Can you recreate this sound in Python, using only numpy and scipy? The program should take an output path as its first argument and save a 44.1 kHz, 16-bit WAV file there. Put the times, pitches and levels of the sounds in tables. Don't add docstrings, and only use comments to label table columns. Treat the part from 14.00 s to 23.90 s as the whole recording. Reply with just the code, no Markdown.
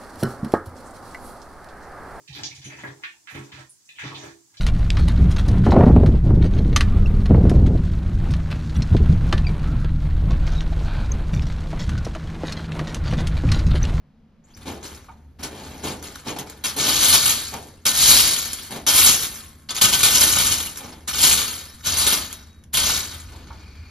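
import sys
import numpy as np
from scipy import signal
from scipy.fft import rfft, irfft, next_fast_len
from scipy.io import wavfile
from scipy.ndimage import uniform_filter1d

SR = 44100
rng = np.random.default_rng(int(sys.argv[2]) if len(sys.argv) > 2 else 0)


def wrap_up_sound(samples):
    columns = np.atleast_2d(samples).T
    tamed = np.clip(columns, -1, 1)
    steps = np.round(tamed * 32767).astype(np.int16)
    wavfile.write(sys.argv[1], SR, steps)


N = 436590
TIME = np.arange(N) / SR

# (f/Hz, density/dB)
AIR_SPECTRUM = [(30, -0.5), (90, -27.5), (150, 2.5), (185, -7), (226, 2.5), (320, -19.5), (500, -18.5),
                (1250, -27.5), (2200, -32), (5000, -40), (15000, -62.5)]
# (t/s, level/dB)
BREEZE_LEVELS = [(.54, -62), (.58, -39.5), (1.2, -49.5), (1.95, -39.5), (2.2, -48), (8.6, -47),
                 (9.5, -39.5), (9.9, -49.5)]
# (f/Hz, density/dB)
RUMBLE_SPECTRUM = [(20, -41), (35, -20), (52, -4), (66, -3), (78, 4), (100, -8), (140, -17.5), (200, -20),
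                   (330, -23), (900, -53.5)]
# (t/s, crunch/dB, rise/s, hold/s, t60/s, loose stones pushed aside/dB)
FOOTSTEPS = [(0.425, -55, 0.073, .06, .3, -62.5), (0.553, -50, 0.0089, 0.078, .3, -51.5),
             (0.647, -24.5, 0.027, 0.015, 0.35, -36.5), (0.806, -39, 0.026, 0.029, 0.63, -38),
             (1.386, -35, .005, 0.016, 0.58, -44.5), (1.421, -31.5, 0.013, 0.007, 0.17, -30),
             (1.493, -36.5, 0.025, 0.24, 1, -43.5), (1.823, -23.5, 0.024, 0.028, 0.32, -27.5),
             (2.015, -43, 0.023, 0.014, 0.61, -36), (2.14, -50, 0.025, .01, 0.6, -47),
             (2.249, -22, 0.029, 0.026, 0.16, -32), (2.359, -29, .002, 0.0061, 0.088, -37),
             (2.382, -26, .002, 0.015, 0.13, -33.5), (2.457, -41.5, 0.0092, 0.012, 0.76, -44.5),
             (2.75, -27.5, 0.018, .15, 0.21, -41.5), (3.522, -25.5, 0.0023, 0.016, 0.33, -54),
             (4.696, -26, 0.018, 0.052, 0.18, -34), (6.787, -33.5, 0.017, 0.025, 0.68, -42),
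             (9.309, -38.5, 0.013, 0.013, 0.45, -65.5)]
# (f/Hz, density/dB)
CRUNCH_SPECTRUM = [(20, -33.5), (50, -14), (130, -1.5), (300, 2.5), (600, -2.5), (900, -3), (1300, -15),
                   (2500, -12), (6000, -20.5), (15000, -33.5)]
# (f/Hz, density/dB)
GRAVEL_SPECTRUM = [(20, -41), (40, -27.5), (90, -5.5), (250, -2.5), (450, -8), (800, -10.5), (1300, -2.5),
                   (1750, -0.5), (2500, -2.5), (3300, -3), (4400, -4), (5500, 0), (7500, 0.5),
                   (10400, -0.5), (13500, -8.5), (15700, -14.5)]
# (f/Hz, gain)
TREBLE_BAND, BODY_BAND = [(6000, 0.11), (10000, 0.88)], [(1600, 1.0), (3000, 0.0056)]
# (f/Hz, t60/s)
SHED_DECAY = [(100, 0.44), (400, 0.59), (1500, 0.28), (5000, 0.14), (14000, 0.19)]
# (f/Hz, level/dB, t60/s)
SHED_MODES = [(75.8, -0.5, .4), (162, -8.5, 0.22), (258.8, 12.5, 0.27), (345, -2.5, 0.09)]
# (t/s, length/s, first f/Hz, last f/Hz, peak/dB)
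BIRD_CHIRPS = [(.437, .028, 6200, 7500, -54), (.493, .034, 2700, 3500, -59), (.493, .036, 5400, 7000, -61),
               (.535, .026, 4000, 6200, -44)]
# (t/s, level/dB)
STONE_SNAPS = [(.573, -33), (.948, -26.5), (2.027, -21), (2.156, -19.5), (2.387, -12), (2.498, -21.5),
               (3.539, -16.5), (3.67, -31.5), (4.532, -10), (4.648, -34), (4.708, -18), (5.269, -15),
               (5.544, -49), (6.773, -13.5), (7.079, -13.5), (7.463, -26), (7.745, -43.5), (8.328, -15.5),
               (8.638, -36.5), (9.19, -40)]
# (t/s, level/dB)
HANDLE_KNOCKS = [(1.084, -34.5), (2.362, -34.5), (3.536, -27.5), (9.504, -33.5)]
# (f/Hz, level/dB, t60/s)
HANDLE_MODES = [(963, 7, .02), (1166, -1, 0.012), (1350, 1, 0.016), (2180, -6, 0.012)]
# (t/s, peak/dB, hold/s, t60/s, small stones/dB)
RAKE_BITES = [(2.638, -18.5, 0.014, 0.24, -8), (2.761, -29, 0.032, 0.12, -2.5),
              (2.784, -18.5, 0.075, 0.7, -22), (2.959, -14.5, 0.0073, 0.04, -7.5),
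              (3.003, -15.5, 0.044, 0.22, -2.5), (3.083, -14, .01, 0.055, 3),
              (3.109, -11.5, 0.043, 0.081, -6), (3.255, -18.5, 0.057, 0.11, -1.5),
              (3.852, -13.5, 0.016, 0.28, -4), (4.078, -15, 0.032, .08, 3), (4.864, -12, 0.011, 0.42, -7),
              (4.976, -13, 0.018, 0.066, 0.5), (5.058, -13.5, 0.037, 0.083, -5.5),
              (5.688, -21.5, 0.023, 0.083, -22), (5.745, -23.5, 0.033, 0.15, -7),
              (5.811, -9.5, 0.029, 0.22, -5.5), (5.926, -13.5, 0.017, 0.088, -8.5),
              (6.029, -12, 0.032, 0.074, -3.5), (6.204, -23, 0.0076, 0.055, 10),
              (7.073, -23, 0.013, 0.3, -5.5), (7.127, -23.5, 0.024, 0.18, -11),
              (7.209, -17, 0.043, 0.17, -2), (7.285, -18, .015, .1, -2.5), (7.378, -19, 0.017, 0.072, -11),
              (7.855, -24, 0.02, 0.13, -8), (7.969, -19.5, 0.046, 0.074, 0), (8.063, -21, 0.066, 0.27, -1),
              (8.732, -21.5, 0.024, 0.16, 1.5)]
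# (t/s, gathering speed/s, pulling/s, level/dB, swell/dB,
# settling/(dB/s), small stones/dB, steel ring/dB, tip scrape/dB, floor thud/dB)
RAKE_STROKES = [(2.778, 0.32, .18, -18, 4, 79, -5, -26.5, -22.5, -38.5),
                (3.919, .17, 0.073, -11.5, 10.5, 59, -4, -28, -16, -35),
                (4.881, 0.14, 0.034, -12.5, 8, 85.5, -1.5, -19, -23, -33.5),
                (5.812, 0.34, 0.37, -14.5, 12, 83.5, -5.5, -13, -29.5, -34.5),
                (7.102, .14, 0.058, -14.5, 20, 71.5, -4, -16, -23, -33.5),
                (7.831, 0.18, 0.13, -21.5, -1, 100.5, -6.5, -11.5, -28, -38),
                (8.725, 0.14, 0.049, -17.5, 1, 85, -8, -12, -27.5, -36.5),
                (9.249, .1, 0.87, -53, -1, 15, -16, -1.5, -87.5, -40.5)]
# (f/Hz, level/dB, t60/s)
HEAD_MODES = [(1070, -19, 0.12), (1292, 5.5, 0.076), (1526, 9.5, 0.057), (1788, 2, 0.04),
              (4180, 7.5, 0.0068), (4465, 14.5, 0.016), (4910, 18.5, 0.0064), (6540, 4.5, .01)]
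# (f/Hz, level/dB, t60/s)
TIP_MODES = [(4040, -1, 0.0078), (4420, 6, 0.0076), (4700, 1, 0.015)]
# (t/s, length/s, f/Hz, level/dB)
RAKE_LIFTS = [(5.42, .4, 1082, -53), (5.48, .21, 3811, -62), (7.66, .19, 3811, -49),
              (8.33, .305, 3811, -49)]
# (t/s, level/dB)
TINE_CLANGS = [(5.84, -14), (6.215, -12), (6.25, -14), (6.368, -9), (6.405, -13), (8.075, -11),
               (8.895, -11)]
# (t/s, level/dB)
SKIM_LEVELS = [(9.5, -71), (9.6, -55), (9.75, -55), (9.9, -54.5)]
# (f/Hz, level/dB, t60/s)
SKIM_MODES = [(2420, 0, 0.011), (4500, -2, 0.009)]
# (f/Hz, likeness from 0 to 1)
STEREO_LIKENESS = [(100, .99), (300, .93), (750, .8), (1500, .64), (1950, .9), (2900, .68), (4400, .76),
                   (5400, .6), (7200, .82), (8300, .99), (9600, .87), (12000, .97), (13700, .62),
                   (15200, .95)]
# (f/Hz, phase/rad)
LEFT_LEAD = [(100, 0), (2400, 0), (3050, .8), (4900, .5), (5650, -1), (6500, -1.2), (8100, -3.05),
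             (8800, -3.25), (9200, -3.9), (11200, -6.1), (12800, -6.4), (13300, -7.4), (15000, -9.3)]
# (f/Hz, share of the full level difference)
LEFT_LEAN = [(2000, 0.1), (3000, 0.71), (6800, 0.97), (8000, 0)]


def amp(db):
    return 10 ** (np.asarray(db) / 20)


def unit(x):
    return x / np.sqrt(np.mean(x ** 2) + 1e-20)


def read(points, hz):
    f, value = np.transpose(points)
    return np.interp(np.log(hz + 1), np.log(f), value)


def add(mix, s, sound):
    part = mix[max(round(s * SR), 0):][:len(sound)]
    part += sound[:len(part)]


def spectrum(x):
    size = next_fast_len(N + SR // 2, True)
    return rfft(x, size), np.fft.rfftfreq(size, 1 / SR)


def colour(x, points):
    z, hz = spectrum(x)
    return irfft(z * unit(amp(read(points, hz))))[..., :N]


def wander(cutoff_hz):
    z, hz = spectrum(rng.standard_normal(N))
    return unit(irfft(z / (1 + (hz / cutoff_hz) ** 4))[:N])


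def ring(modes):
    t = np.arange(SR // 3) / SR
    sound = sum(amp(db - 60 * t / t60) / np.sqrt(t60) * np.sin(2 * np.pi * hz * t)
                for hz, db, t60 in modes)
    return sound / np.linalg.norm(sound)


def resonate(force, modes):
    return signal.oaconvolve(force, ring(modes)[None], axes=1)[:, :N]


def collisions(per_s, spread_db):
    chance = np.clip(per_s / SR, 1e-5, 1)
    size = unit(amp(spread_db * np.clip(rng.standard_normal((3, N)), -2, 2)))
    sign = rng.choice([-1, 1], (3, N))
    patch_gain = np.array([amp(6 * wander(6)) for _ in range(3)])
    patch_gain /= np.sqrt(np.mean(patch_gain ** 2, axis=0))
    return patch_gain * sign * size * (rng.random((3, N)) < chance / 3) / np.sqrt(chance)


def open_air(level_db=-55):
    return amp(level_db) * colour(rng.standard_normal((2, N)), AIR_SPECTRUM)


def breeze_and_floor(thud, gain_db=-1):
    breeze = amp(np.interp(TIME, *np.transpose(BREEZE_LEVELS)))
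    return amp(gain_db) * colour(np.hypot(thud, breeze) * rng.standard_normal((2, N)), RUMBLE_SPECTRUM)


def boots(weight, gain_db=-7):
    return colour(amp(gain_db) * weight * collisions(per_s=2500, spread_db=6), CRUNCH_SPECTRUM)


def pebbles(hits, decay_cycles=5, ring_share=0.6, sizes=60):
    stone = rng.integers(0, sizes, hits.shape)
    t = np.arange(SR // 200) / SR
    hz = np.linspace(2800, 15500, sizes)[:, None]
    rings = np.exp(-t * hz / decay_cycles) * np.sin(2 * np.pi * hz * t)
    rings *= np.sqrt(ring_share) / np.linalg.norm(rings, axis=1, keepdims=True)
    out = np.sqrt(1 - ring_share) * hits
    for patch, row in enumerate(out):
        onsets = np.flatnonzero(hits[patch])
        polarity = (-1) ** onsets
        grains = (polarity * hits[patch, onsets])[:, None] * rings[stone[patch, onsets]]
        samples = onsets[:, None] + np.arange(len(t))
        row += np.bincount(samples.ravel(), grains.ravel(), N)[:N]
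    return out


def sliding_gravel(drag, small, steel, trickle_per_s=1700, slip_db=1.73, treble_db=4, body_db=-1):
    force = drag * unit(amp(slip_db * wander(50)))
    per_s = trickle_per_s + 3500 * np.sqrt(force / amp(-20))
    hits = force * collisions(per_s, spread_db=5.5)
    z, hz = spectrum(colour(pebbles(hits), GRAVEL_SPECTRUM))
    high, low = read(TREBLE_BAND, hz), read(BODY_BAND, hz)
    middle = irfft(z * (1 - high - low))[:, :N]
    treble = irfft(z * high)[:, :N] * amp(treble_db) * small / drag
    speed = uniform_filter1d(drag, SR // 50) / amp(-28.5) + .01
    body = irfft(z * low)[:, :N] * amp(body_db) * speed ** -0.41
    return body + middle + treble + resonate(hits * steel / drag, HEAD_MODES)


def shed(patches, direct=0.58, early_db=3, early_s=0.011, boom_db=-29, echoes_per_s=4000):
    t = np.arange(SR // 2) / SR
    shape = (2, 3, len(t))
    echoes = rng.standard_normal(shape) * (rng.random(shape) < echoes_per_s / SR)
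    echoes *= 1 + amp(early_db) * np.exp(-t / early_s)
    hz, when, z = signal.stft(echoes, SR, nperseg=256)
    absorption = amp(-60 * when / read(SHED_DECAY, hz)[:, None])
    tails = signal.istft(z * absorption, SR, nperseg=256)[1]
    tails /= np.linalg.norm(tails, axis=-1, keepdims=True)
    tails[0, :, 0] += direct
    for tail in tails[0]:
        add(tail, 0, amp(boom_db) * ring(SHED_MODES))
    tails /= np.linalg.norm(tails, axis=-1, keepdims=True)
    return signal.fftconvolve(patches[None], tails, axes=-1).sum(1)[:, :N]


def bird(waver=.045, scatter_t60=0.23):
    out = np.zeros(N)
    drift = 1 + waver * wander(400)
    for s, length, from_hz, to_hz, db in BIRD_CHIRPS:
        progress = np.arange(0, length, 1 / SR) / length
        hz = from_hz + (to_hz - from_hz) * np.sin(np.pi / 2 * progress)
        cycles = np.cumsum(hz * np.interp(s + length * progress, TIME, drift)) / SR
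        add(out, s, amp(db) * np.sin(np.pi * progress) * np.sin(2 * np.pi * cycles))
    t = np.arange(SR // 5) / SR
    scatter = rng.standard_normal((2, len(t))) * amp(-60 * t / scatter_t60)
    scatter *= .4 / np.linalg.norm(scatter[0])
    scatter[0, 0] += .85
    return signal.oaconvolve(out[None], scatter, axes=1)[:, :N]


def stone_snaps(gain_db=-2, decay_s=0.001):
    out, t = np.zeros((3, N)), np.arange(SR // 20) / SR
    for k, (s, db) in enumerate(STONE_SNAPS):
        add(out[k % 3], s, amp(db + gain_db) * np.exp(-t / decay_s) * rng.standard_normal(len(t)))
    return colour(out, GRAVEL_SPECTRUM)


def handle_knocks(gain_db=22, chatter_s=0.017):
    out, t = np.zeros((3, N)), np.arange(SR // 20) / SR
    for s, db in HANDLE_KNOCKS:
        chatter = np.exp(-t / chatter_s) * rng.standard_normal(len(t))
        knock = signal.fftconvolve(ring(HANDLE_MODES), chatter)
        add(out[0], s, amp(db + gain_db) * knock / np.linalg.norm(knock))
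    return out


def press(start, rise, hold, t60):
    t = TIME - start
    return np.clip(t / rise, 0, 1) * amp(-60 * np.clip((t - rise - hold) / t60, 0, 2))


def stroke(start, gather, pull, swell_db, settle_db_per_s, grip_s=0.045, sag_db_per_s=9):
    t = TIME - start
    gather_db = swell_db * np.clip(1 - t / gather, 0, 1)
    sag_db = sag_db_per_s * np.clip(t - gather, 0, pull)
    settle_db = settle_db_per_s * np.maximum(t - gather - pull, 0)
    return np.clip(t / grip_s, 0, 1) * amp(-gather_db - sag_db - settle_db)


def forces(bite_rise_s=.002, bite_steel_db=-9, step_small_db=-9, step_steel_db=-9):
    pushes = []
    tips, weight, thud = np.zeros((3, N))
    for s, gather, pull, db, swell_db, settle, small_db, steel_db, tips_db, thud_db in RAKE_STROKES:
        shape = stroke(s, gather, pull, swell_db, settle)
        pushes.append((amp(db) * shape, small_db, steel_db))
        tips += amp(tips_db) * shape
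        thud += amp(thud_db) * shape ** 0.81
    for s, db, hold, t60, small_db in RAKE_BITES:
        pushes.append((amp(db) * press(s, bite_rise_s, hold, t60), small_db, bite_steel_db))
    for s, db, rise, hold, t60, loose_db in FOOTSTEPS:
        shape = press(s, rise, hold, t60)
        pushes.append((amp(loose_db) * shape, step_small_db, step_steel_db))
        weight += amp(db) * shape
    drag = np.sqrt(sum(push ** 2 for push, _, _ in pushes)) + 1e-6
    small = np.sqrt(sum((push * amp(db)) ** 2 for push, db, _ in pushes))
    steel = np.sqrt(sum((push * amp(db)) ** 2 for push, _, db in pushes))
    return drag, small, steel, tips, weight, thud


def tip_scrape(tips):
    return resonate(tips * collisions(per_s=3000, spread_db=6), TIP_MODES)


def lifted_rake(t60=1.1, fade_s=0.012, waver_db=3):
    out = np.zeros(N)
    for s, length, hz, db in RAKE_LIFTS:
        t = np.arange(0, length, 1 / SR)
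        free = np.minimum(np.minimum(t, length - t) / fade_s, 1)
        add(out, s, free * amp(db - 60 * t / t60) * np.sin(2 * np.pi * hz * t))
    wavering = unit(amp(waver_db * wander(12)))
    return np.array([out * wavering, np.zeros(N)])


def clangs(gain_db=10, contact_s=.0006):
    out, t = np.zeros((3, N)), np.arange(SR // 200) / SR
    blow = np.sin(np.pi * np.minimum(t / contact_s, 1)) ** 2
    clang = np.convolve(ring(HEAD_MODES), blow)
    for k, (s, db) in enumerate(TINE_CLANGS):
        add(out[k % 3], s, amp(db + gain_db) * clang / np.linalg.norm(clang))
    return out


def skim():
    touch = amp(np.interp(TIME, *np.transpose(SKIM_LEVELS), left=-120))
    return resonate(touch * collisions(per_s=4000, spread_db=4), SKIM_MODES)


def stereo_image(mid_side, full_lean_db=3.0):
    (mid, side), hz = spectrum(mid_side)
    likeness = read(STEREO_LIKENESS, hz)
    mid *= np.sqrt((1 + likeness) / 2)
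    side *= np.sqrt((1 - likeness) / 2)
    lean = amp(full_lean_db * read(LEFT_LEAN, hz) / 2)
    half_gap = np.exp(.5j * read(LEFT_LEAD, hz)) * lean
    return irfft(np.array([(mid + side) * half_gap, (mid - side) / half_gap]))[:, :N]


def scene():
    drag, small, steel, tips, weight, thud = forces()
    raking = sliding_gravel(drag, small, steel) + tip_scrape(tips) + clangs() + skim()
    inside = shed(raking + boots(weight) + stone_snaps() + handle_knocks())
    return stereo_image(inside + breeze_and_floor(thud) + lifted_rake() + open_air() + bird())


def record(dry):
    edge_hz = 15700
    lowpass = signal.firwin(511, edge_hz, window=("kaiser", 9), fs=SR)
    return signal.oaconvolve(np.clip(dry, -1, 1), lowpass[None], "same", axes=1)


dry = scene()
out = record(dry)
wrap_up_sound(out)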